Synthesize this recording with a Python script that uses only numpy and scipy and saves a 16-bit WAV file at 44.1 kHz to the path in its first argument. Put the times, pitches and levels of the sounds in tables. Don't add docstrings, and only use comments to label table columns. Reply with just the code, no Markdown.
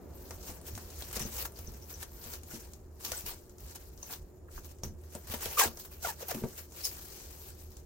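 import sys
import numpy as np
from scipy import signal
from scipy.fft import rfft, irfft, next_fast_len
from scipy.io import wavfile
from scipy.ndimage import uniform_filter1d

SR = 44100
rng = np.random.default_rng(int(sys.argv[2]) if len(sys.argv) > 2 else 0)


def amplitude_ratio(level_db):
    exponent = np.asarray(level_db, float) / 20
    return 10 ** exponent


def persist_wave(psi):
    counts = np.round(np.clip(psi, -1, 1) * 32767).astype(np.int16)
    wavfile.write(sys.argv[1], SR, np.atleast_2d(counts).T)


N = 346533
TIME = np.arange(N) / SR


def rms_one(x):
    return x / np.sqrt(np.mean(x ** 2) + 1e-20)


def in_time(rows):
    s, *columns = np.transpose(rows)
    return [np.interp(TIME, s, c) for c in columns]


def bursts(tables, fade_s):
    gate = 0
    for table in tables:
        start, end = table[0][0], table[-1][0]
        gate = gate + np.interp(TIME, [start, start + fade_s, end - fade_s, end], [0, 1, 1, 0])
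    return gate, *in_time([row for table in tables for row in table])


def at_hz(points, hz):
    points_hz, values = np.array(points).T
    return np.interp(np.log(hz), np.log(points_hz), values)


def band(x, low_hz, high_hz):
    edges_hz = [low_hz, min(high_hz, .45 * SR)]
    return signal.sosfilt(signal.butter(2, edges_hz, "band", fs=SR, output="sos"), x)


def drift(rate):
    r = np.exp(-80 * np.pi * rate / SR)
    steps = rng.standard_normal(N // 40 + 2002)
    slow = signal.lfilter([1], [1, -2 * r, r * r], steps)[2000:]
    return np.interp(np.arange(N) / 40, np.arange(len(slow)), rms_one(slow))


def resonance(x, hz, width_hz):
    r = np.exp(-np.pi * width_hz / SR)
    zeros = np.array([1, 0, -1]) * (1 - r * r) / 2
    return signal.lfilter(zeros, [1, -2 * r * np.cos(2 * np.pi * hz / SR), r * r], x)


# (frequency [Hz], correlation [0-1])
LIKENESS = [(30, 0.33), (150, 1), (400, 0.52), (1000, 0.028), (3000, 0.013), (16000, 0.0097)]


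def spread(sources, edges, gain):
    out = 0
    for k, (low, high) in enumerate(zip(edges, edges[1:])):
        mid, side = band(sources[k % 2], low, high)
        hz = np.sqrt(low * high)
        alike = np.clip(at_hz(LIKENESS, hz), 0, 1)
        out = out + gain(hz) * (np.sqrt(1 + alike) * mid + np.sqrt(1 - alike) * side * [[1], [-1]])
    return out


# (frequency [Hz], density [dB per Hz])
FLOOR = [(35, -21), (60, 3), (85, -3), (156, -4.5), (262, -10), (371, -6), (621, -16), (2140, -36.5),
         (3420, -51), (6430, -39), (10500, -37), (14200, -66), (16000, -38)]
# (time [s], level [dB])
RUMBLE = [(0.0, -55), (0.7, -47.5), (0.74, -37.5), (0.9, -55.5), (1.03, -44), (1.3, -48), (1.46, -46.5),
          (1.51, -69), (1.6, -50), (3.52, -57.5), (3.57, -80), (3.63, -44.5), (3.74, -54.5), (4.79, -54.5),
          (4.86, -48), (5.14, -59), (5.16, -54), (7.84, -54.5), (7.86, -62)]
# (frequency [Hz], width [Hz], level [dB])
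APPLIANCE = [(78.03, 5.9, -57), (365, 42, -64), (7050, 200, -83)]


def room_tone():
    white = rng.standard_normal((2, 2, N))
    backward = white[..., ::-1]
    edges = 20 * 2 ** np.arange(0, 10, .5)
    floor = amplitude_ratio(-57) * rms_one(spread(white, edges, lambda hz: amplitude_ratio(at_hz(FLOOR, hz))))
    hums = 0
    for hz, width_hz, db in APPLIANCE:
        hum = resonance(resonance(backward[0, 0], hz, width_hz), hz, width_hz)
        hums = hums + amplitude_ratio(db) * rms_one(hum)
    rumble_db = in_time(RUMBLE)[0] - 1.0 + 2.1 * drift(4.1)
    rumble = amplitude_ratio(rumble_db) * rms_one(band(band(backward[1, 0], 35.0, 80.3), 50.0, 122.0))
    murmur_gain = amplitude_ratio(-54.5 - 6 * TIME) + amplitude_ratio(-67)
    murmur = murmur_gain * rms_one(band(backward[0, 1] + 0.79 * backward[1], 82, 527))
    gusts = amplitude_ratio(-65 + 5.5 * drift(6)) * rms_one(band(backward[1, 1], 20, 52))
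    return floor + murmur + (hums + rumble + gusts) * amplitude_ratio([[-.6], [.6]])


# (time [s], frequency [Hz], level [dB])
SQUEALS = [
    [(0, 14300, -78), (.035, 13900, -78)],
    [(.07, 13900, -85), (.105, 13950, -73), (.13, 14000, -81), (.155, 14200, -62), (.18, 14200, -69),
     (.24, 14500, -74)],
    [(2.09, 13400, -76), (2.125, 13900, -67), (2.16, 13950, -65), (2.2, 14050, -67), (2.24, 13800, -67)],
]


def squeals():
    gate, hz, db = bursts(SQUEALS, .02)
    turns = np.cumsum(hz * (1 + 0.0066 * drift(80))) / SR
    return gate * amplitude_ratio(db + 7 + 2.3 * drift(30)) * np.sin(2 * np.pi * turns)


# (peak time [s], rustle level [dB], rise [s], fall [s])
LAYING = [(.311, -51, 0.27, 0.2), (0.483, -44, 0.1, 0.12), (0.68, -43, 0.042, 0.059),
          (.756, -48.5, 0.042, 0.26), (1.0, -47.5, 0.27, 0.33), (1.29, -50, .3, .15),
          (1.132, -40.5, 0.0032, .05), (1.112, -48, .003, .02), (.996, -48.5, .004, 0.046),
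          (1.085, -47, .04, .03), (1.167, -35.5, 0.029, 0.029), (1.197, -36, 0.006, 0.045),
          (1.22, -43.5, .015, 0.14), (1.37, -40, 0.079, 0.096), (1.385, -42, .02, 0.075),
          (1.425, -40.5, 0.08, 0.022), (1.456, -36.5, 0.013, 0.014), (1.59, -46.5, 0.044, 0.067),
          (1.68, -54, 0.21, 0.71), (1.905, -44.5, 0.03, 0.065), (1.94, -60, .03, 0.085),
          (2.031, -44, 0.067, 0.016), (2.19, -53, 0.17, .1), (2.245, -45, 0.05, 0.11),
          (2.339, -43, 0.067, 0.052), (2.515, -48, 0.023, 0.089), (2.555, -46, 0.11, 0.099),
          (2.65, -54, 0.083, 0.18)]
# (peak time [s], rustle level [dB], rise [s], fall [s])
TUCKING = [(3.005, -48, 0.012, 0.29), (3.051, -39, 0.017, 0.084), (3.119, -38.5, 0.011, 0.058),
           (3.177, -42, 0.13, 0.1), (3.262, -38.5, 0.009, 0.063), (3.285, -38, 0.035, 0.072),
           (3.36, -62.5, .05, 0.43), (3.606, -56.5, 0.031, 0.68), (3.716, -49, 0.12, 0.031),
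           (3.758, -42, 0.011, 0.018), (3.8, -53.5, 0.027, 0.11), (4.033, -53, 0.079, 0.076),
           (4.134, -40.5, 0.077, 0.048), (4.22, -66.5, .05, .2), (4.516, -55.5, 0.0096, 0.33),
           (4.65, -53, .02, 0.08), (4.581, -50.5, 0.074, 0.041), (4.715, -56, 0.1, 0.027)]
# (peak time [s], rustle level [dB], rise [s], fall [s])
UNROLLING = [(4.839, -45.5, 0.0088, 0.052), (5.02, -70, 0.02, 0.12), (5.148, -48, 0.046, 0.05),
             (5.582, -34, 0.012, .03), (5.67, -49, .02, 0.051), (5.273, -47, 0.0036, 0.2),
             (5.321, -37.5, 0.03, 0.043), (5.341, -35, 0.014, 0.025), (5.41, -43, 0.0054, 0.32),
             (5.459, -35.5, 0.058, 0.023), (5.543, -41, 0.32, 0.05), (5.597, -21.5, 0.017, 0.036),
             (5.613, -22, 0.024, 0.031), (5.641, -28, 0.036, 0.04), (5.775, -55.5, 0.021, 0.062),
             (5.852, -47.5, 0.011, 0.028), (5.921, -49, 0.022, 0.096), (6.032, -48, .01, .08),
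             (6.052, -35.5, 0.019, 0.069), (6.102, -37.5, 0.077, 0.021), (6.226, -40, 0.05, 0.035),
             (6.29, -38, 0.026, 0.048), (6.311, -35.5, 0.017, 0.045), (6.348, -45, 0.0076, 0.18)]
# (peak time [s], rustle level [dB], rise [s], fall [s])
SMOOTHING = [(6.5, -53, 0.061, 0.24), (6.585, -41, 0.034, 0.048), (6.775, -44, 0.056, 0.66),
             (6.974, -54, 0.01, 0.054), (7.2, -45.5, 0.18, 0.07), (7.504, -50.5, 0.82, 0.036),
             (7.61, -53, 0.1, 0.064), (7.768, -58, 0.34, 0.11)]
# (peak time [s], rustle level [dB], rise [s], fall [s])
RUBBING = [(6.032, -37.5, 0.015, 0.057), (5.605, -25, 0.026, .04), (6.86, -34, 0.037, 0.044),
           (5.8, -42, 0.013, 0.046)]


def handling():
    stages = [(LAYING, -8), (TUCKING, -8.5), (UNROLLING, -6.5), (SMOOTHING, -10), (RUBBING, -16.5)]
    coarse = TIME[::32]
    power = amplitude_ratio(2 * -88)
    low = power * -18.5
    for moves, low_db in stages:
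        for s, db, rise, fall in moves:
            late = coarse - s
            move = amplitude_ratio(2 * (db - 15 * np.where(late < 0, -late / rise, late / fall)))
            move_low_db = low_db + 0.0091 * (db + 37.0) + 1.5 * (late > 0)
            power = power + move
            low = low + move * move_low_db
    return [np.interp(TIME, coarse, v) for v in (10 * np.log10(power), low / power)]


# (frequency [Hz], density [dB per Hz])
RUSTLE_COLOUR = [(290, -19.5), (500, -8), (728, -14.5), (986, -5.5), (1220, -16), (1480, -11.5),
                 (1890, -12.5), (2630, -8.5), (3270, -10.5), (6090, -5.5), (10500, -9), (14300, -3),
                 (15800, -12)]


def rustle(slips_per_s, uneven_db, clumps_db, patchy_db):
    bright_db, low_db = handling()
    happens = rng.random(N) < slips_per_s / SR
    sizes = amplitude_ratio(uneven_db * np.minimum(rng.exponential(1, N), 4)) * happens
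    slips = uniform_filter1d(sizes, size=6) * amplitude_ratio(clumps_db * drift(32.0)) * rng.standard_normal((2, 2, N))

    def gain(hz):
        low_share = np.clip(np.log(4500 / hz) / np.log(2.5), 0, 1)
        db = at_hz(RUSTLE_COLOUR, hz) + low_share * (low_db + 12.0)
        if 2000 < hz < 4100 or 8200 < hz < 11600:
            db = db + 0.18 * (bright_db + 31.5)
        return amplitude_ratio(db + patchy_db * drift(20.4))

    edges = 330 * 2 ** np.arange(0, 6, .4)
    return amplitude_ratio(bright_db + 4.0) * spread(rms_one(slips) + 1e-18, edges, gain)


def ticks(per_s, uneven_db, length_s):
    born = (rng.random(N) < per_s / SR) * amplitude_ratio(uneven_db * np.minimum(rng.exponential(1, N), 3))
    dealt, noise = rng.integers(0, 7, N), rng.standard_normal((2, N))
    pops = 0
    for k, hz in enumerate(np.geomspace(1800, 11000, 7)):
        clicks = born * (dealt == k) + 1e-18
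        dying = signal.lfilter([1], [1, -np.exp(-1 / (length_s * SR))], clicks)
        pops = pops + band(noise * dying, hz / 1.3, hz * 1.7)
    return amplitude_ratio(handling()[0]) * rms_one(pops)


# (time [s], peak level [dB], ring frequency [Hz], relative low part [dB])
SNAPS = [(0.3083, -29.5, 5730, -2.5), (.6684, -32, 13400, -37), (0.752, -31, 6300, -32),
         (0.7775, -29, 1440, -8.5), (0.991, -33, 9150, -22), (1.0228, -26.5, 3870, -11),
         (1.1116, -34, 6650, -12), (1.1287, -25, 13100, -18), (1.195, -24, 6140, -12),
         (1.3273, -34, 6200, -20), (1.4537, -30, 6400, -5.5), (2.0285, -25.5, 1760, -30),
         (2.7351, -34.5, 6300, -14), (3.049, -24.5, 4700, -41), (3.1188, -16.5, 5900, -41),
         (3.2635, -24, 11700, -34), (3.758, -33, 6340, -35), (4.0296, -34.5, 6170, -9),
         (4.097, -40, 1600, 2.5), (4.8347, -28, 5900, -3), (5.151, -29.5, 8100, -32),
         (5.2716, -35, 8160, -15), (5.2989, -30, 1633, -9), (5.339, -26.5, 1670, -1.5),
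         (5.409, -31, 12700, -19), (5.4577, -20, 3220, -10), (5.7724, -32.5, 5900, -11.5),
         (6.2843, -28, 13030, -13), (6.578, -31, 6130, -30), (6.9683, -35.5, 1530, -10)]
# (time [s], peak level [dB], ring frequency [Hz])
FURTHER_SNAPS = [(.367, -53, 13000), (0.4298, -40, 6620), (1.16, -23, 8900), (1.17, -29, 4500),
                 (1.218, -31, 3500), (1.3666, -29, 7000), (1.719, -40, 11800), (2.1176, -40, 13700),
                 (3.6047, -39, 14100), (3.9409, -52, 13900), (4.137, -29.5, 4100), (4.786, -49, 7000),
                 (5.012, -53, 8980), (5.037, -47, 1650), (5.1023, -49, 8950), (5.1238, -39, 12900),
                 (5.316, -32, 2600), (5.4291, -25, 12400), (5.5947, -25, 14000), (5.7603, -49, 13500),
                 (6.022, -46, 13500), (6.0274, -29, 14090), (6.346, -28, 2500), (6.711, -48, 6300),
                 (7.4895, -54, 13500), (7.7183, -44, 5200), (0.614, -37, 9250), (0.836, -45, 11800),
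                 (0.9035, -36.5, 6530), (1.521, -38, 9150), (1.5585, -45, 4730), (1.8223, -52, 5840),
                 (1.9016, -45, 6400), (2.4334, -37.5, 7050), (3.008, -43, 7260), (3.495, -44.5, 6800),
                 (3.583, -41.5, 6800), (3.8856, -47.5, 11800), (2.034, -30, 6000), (2.27, -37, 1500),
                 (2.336, -32.5, 4500), (3.763, -41, 13500), (5.861, -43, 9000), (5.85, -38, 3500),
                 (1.59, -32, 13000), (1.91, -36, 14000), (2.24, -39, 6500), (4.109, -31.5, 5000),
                 (3.9764, -40, 6000), (4.5121, -50, 9270), (4.6457, -38, 6610), (5.636, -13.5, 7760),
                 (5.838, -38, 13200), (5.914, -37, 12000), (6.4365, -37, 2210), (6.7212, -39, 6900),
                 (7.0519, -46, 11900), (7.7688, -37, 6840)]


def snaps():
    out, t = np.zeros((2, N + 4000)), np.arange(4000) / SR
    for s, db, hz, low_db in SNAPS + [(*row, -13.5) for row in FURTHER_SNAPS]:
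        spray_db = -38.5 + 0.73 * (db + 31.5) - db
        noise, at = rng.standard_normal((2, 4000)), round(s * SR)
        crack = noise * (amplitude_ratio(-60 * t / 0.015) + amplitude_ratio(spray_db - 60 * t / 0.14))
        crack[:, 0] += 7.0
        bright = band(crack, 1500, 17000) + resonance(crack, hz, .25 * hz) * amplitude_ratio(9)
        push = band(crack[0] + 0.29 * crack, 246, 1440)
        snap = bright / abs(bright).max() + amplitude_ratio(low_db) * push / abs(push).max()
        out[:, at:at + 4000] += amplitude_ratio(db) * snap
    return out[:, :N]


# (frequency [Hz], level [dB], t60 [s])
BODY = [(135, -1.5, 0.057), (219.5, -2.5, 0.15), (267, -6.5, 0.091), (366, -5.5, 0.13), (517, -5, 0.12),
        (626, -6, 0.063), (735, -10, 0.017), (1020, -29, 0.019)]
# (time [s], level [dB], hardness [dB per octave], boom level [dB], ring length [share])
KNOCKS = [(0.494, -47.5, 1.5, -37, 0.77), (1.166, -39.5, 2, -48, 0.61), (1.208, -48, -11, -39, 2.4),
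          (1.252, -40.5, -5, -36, 0.7), (2.534, -44.5, -5, -46, 1), (3.1177, -41.5, 16, -41, 0.33),
          (4.8348, -41.5, -8, -39, 1.3), (4.871, -53, -5, -39, 0.92), (4.905, -55, -9, -41, 0.96),
          (4.933, -54, -9, -44, 0.31), (.735, -55, -9, -38, 2.1), (1.675, -51, -6.5, -40, 1.4),
          (2.26, -54, -4.5, -41, 2), (3.239, -56, -13, -47, 0.91), (5.299, -46.5, -11, -39, 0.35),
          (5.47, -54, -2, -46, 0.84), (5.15, -36.5, -1, -57, 0.46), (5.338, -40.5, 12, -55, 0.36),
          (5.458, -43, 15, -39, 0.45), (5.663, -41, 1, -35, 1.04), (6.345, -37.5, -5.5, -55, 1.2),
          (6.419, -40.5, -6.5, -56, 1), (6.437, -26.5, -4, -43, 0.62)]


def knocks():
    out, t = np.zeros(N + 9000), np.arange(9000) / SR
    for s, db, hardness_db, boom_db, ring_share in KNOCKS:
        luck = rng.standard_normal((len(BODY), 2))
        ring = 0
        for k, ((hz, mode_db, t60), (level_luck, pitch_luck)) in enumerate(zip(BODY, luck)):
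            start_db = db + mode_db + hardness_db * np.log2(hz / 300) + level_luck
            tone = np.sin(2 * np.pi * hz * (1 + pitch_luck / 40) * t) * (-1) ** k
            ring = ring + amplitude_ratio(start_db - 60 * t / (t60 * ring_share)) * tone
        boom = amplitude_ratio(boom_db - 60 * t / 0.13) * np.sin(2 * np.pi * 82 * t)
        top_hz = np.clip(700 + 60 * hardness_db, 320, 1200)
        rattle = rms_one(band(rng.standard_normal(9000), 157, top_hz))
        rattle = rattle * amplitude_ratio(db - 2.5 - 60 * t / (0.21 * ring_share))
        out[round(s * SR):][:9000] += ring + boom + rattle
    return out[:N]


# (time [s], level
# [dB], centre frequency [Hz])
RUBS = [
    [(1.205, -50, 5770), (1.22, -35, 5970), (1.238, -52, 5870)],
    [(1.249, -39, 6100), (1.262, -43, 6250), (1.285, -56, 6300)],
    [(1.56, -52, 4700), (1.58, -58, 4700)],
    [(1.67, -43, 6000), (1.7, -64, 5610)],
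    [(1.822, -51, 5600), (1.85, -56, 5896)],
    [(1.935, -48, 5825), (1.945, -46, 5890), (1.97, -57, 5940)],
    [(3.165, -44, 8150), (3.176, -33, 8135), (3.187, -41, 8160)],
    [(4.028, -33, 6390), (4.038, -49, 6300), (4.07, -52, 6100)],
    [(4.484, -48.5, 1307), (4.498, -59, 1300)],
    [(4.578, -40.5, 1250), (4.592, -49, 1256)],
    [(4.834, -35, 5970), (4.854, -50, 5960), (4.92, -64, 6070)],
    [(6.81, -46, 4700), (6.816, -46, 4440), (6.82, -54, 4440)],
    [(6.848, -44, 5900), (6.853, -31, 6300), (6.875, -44, 6600)],
]
# (time [s], level [dB], centre frequency [Hz])
SQUEAK = [
    [(6.832, -46, 5530), (6.843, -28, 5390), (6.847, -32, 5250), (6.852, -24, 5430), (6.856, -33, 5070),
     (6.863, -28.5, 4900), (6.868, -30, 4980), (6.874, -39, 4970), (6.905, -48, 5120)],
]


def rubs(tables, width_hz, second_db, third_db):
    gate, db, hz = bursts(tables, 0.001)
    cosine, sine = [band(band(rng.standard_normal((2, N)), 10, width_hz), 10, width_hz) for _ in range(2)]
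    turn = 2 * np.pi * np.cumsum(hz) / SR
    tone = cosine * np.cos(turn) + sine * np.sin(turn)
    overtones = amplitude_ratio(second_db) * cosine * np.sin(2 * turn) + amplitude_ratio(third_db) * sine * np.sin(3 * turn)
    return gate * amplitude_ratio(db - 5.0) * rms_one(tone + overtones)


# (time [s], peak level [dB], frequency [Hz], t60 [s])
PINGS = [(1.4536, -37, 6450, .02), (1.675, -43.5, 6100, 0.026), (1.824, -51, 5780, .03),
         (1.941, -39.5, 5890, 0.025), (2.0285, -45, 1810, .04), (2.51, -50.5, 1450, 0.055),
         (4.8349, -33.5, 5560, .02), (4.8362, -33, 6500, 0.019), (5.1512, -39, 8140, 0.01),
         (5.636, -24, 7800, 0.014), (6.2835, -28, 14500, .015)]


def pings():
    out, t = np.zeros(N + 4000), np.arange(4000) / SR
    for s, db, hz, t60 in PINGS:
        out[round(s * SR):][:4000] += amplitude_ratio(db - 60 * t / t60) * np.sin(2 * np.pi * hz * t)
    return out[:N]


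# (time [s], slip rate [per s], buzz level [dB], relative overtone level [dB])
PEEL = [
    [(3.13, 1400, -49, -25), (3.14, 1460, -45, -25), (3.153, 1500, -61, -25)],
    [(5.571, 1070, -40, -15), (5.578, 1300, -26.5, -17), (5.581, 1230, -34, -8), (5.584, 1110, -27, -10),
     (5.59, 1150, -44, -13)],
    [(5.591, 1210, -40, -15), (5.596, 1270, -23, -12), (5.603, 1050, -35, -11), (5.612, 1060, -21, -19),
     (5.619, 870, -28.5, 1), (5.625, 750, -35.5, 3), (5.634, 830, -30, -3), (5.642, 870, -35, 1),
     (5.647, 725, -43, 10)],
    [(5.648, 966, -31, -12), (5.654, 517, -38, -9), (5.661, 220, -28, -22)],
    [(6.03, 720, -54, -10), (6.043, 790, -55, 4), (6.05, 720, -29, -1.5), (6.056, 690, -46, 9),
     (6.062, 690, -41, -2), (6.068, 560, -45, 0), (6.074, 570, -39, 0)],
    [(6.082, 910, -42, -14), (6.088, 940, -40, -7), (6.095, 880, -38, -7), (6.101, 880, -51, 7),
     (6.109, 810, -38.5, -6), (6.114, 790, -56, -9), (6.124, 880, -46, -17)],
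    [(6.208, 600, -44, -20), (6.222, 565, -55, -20), (6.231, 500, -36.5, -15), (6.239, 580, -52, -20)],
    [(6.285, 860, -50, -15), (6.293, 710, -44, -17), (6.302, 860, -43, -10)],
    [(6.306, 770, -43, -16), (6.313, 710, -40.5, -3), (6.322, 490, -38.5, -20), (6.333, 310, -51, -12)],
]


def peel(jitter, lead):
    gate, hz, db, overtone_db = bursts(PEEL, .001)
    waver = 1 + jitter * drift(180)
    uneven = amplitude_ratio(1.5 * np.array([drift(190), drift(180)]))
    turns = 2 * np.pi * np.cumsum(hz * waver) / SR + np.array([[lead], [0]])
    overtones = np.cos(2 * turns) + amplitude_ratio(-11.5) * np.cos(3 * turns)
    return gate * amplitude_ratio(db + 2.0) * uneven * (np.cos(turns) + amplitude_ratio(overtone_db) * overtones)


def kitchen(x):
    t60_s, wall_cut_hz = 0.12, 6000
    size = next_fast_len(N + SR)
    hz, spectrum, out = np.arange(size // 2 + 1) * SR / size, rfft(x, size), []
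    for lags in rng.uniform(.004, 0.027, (2, 8)):
        answer = 0
        for d in lags:
            loop = amplitude_ratio(-60 * d / t60_s) * np.exp(-2j * np.pi * hz * d) / (1 + 1j * hz / wall_cut_hz)
            answer = answer + loop / (1 - loop)
        out.append(irfft(spectrum * answer, size)[:N])
    return np.array(out)


# (time [s], left-right level difference [dB])
HANDS = [(0, 2.5), (2.5, 3), (5, 2), (6.39, 0.5), (6.85, 3.5), (7.3, 3.5), (7.86, 2.5)]


def scene():
    crinkle = rustle(slips_per_s=14000, uneven_db=2.0, clumps_db=1.1, patchy_db=2.0)
    crinkle = crinkle + amplitude_ratio(-15) * ticks(per_s=220, uneven_db=3.5, length_s=.0015)
    fingers = rubs(RUBS, width_hz=450, second_db=-17.0, third_db=-30.0)
    fingers = fingers + rubs(SQUEAK, width_hz=370, second_db=-2.0, third_db=-5.0)
    pan = amplitude_ratio(in_time(HANDS)[0] * [[.5], [-.5]])
    film = (crinkle + snaps() + pings() + fingers + squeals()) * pan
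    close = film + peel(jitter=0.03033, lead=0.57) + knocks()
    return close + amplitude_ratio(-13.5) * kitchen(close.mean(axis=0)) + room_tone()


def low_pass(x):
    return signal.sosfilt(signal.butter(12, 16810, fs=SR, output="sos"), x)


def record(dry):
    rounded = .3 * np.tanh(dry / .3)
    mix = signal.sosfilt(signal.ellip(12, .5, 70, 15950, fs=SR, output="sos"), rounded)
    return low_pass(mix)


dry = scene()
out = record(dry)
persist_wave(out)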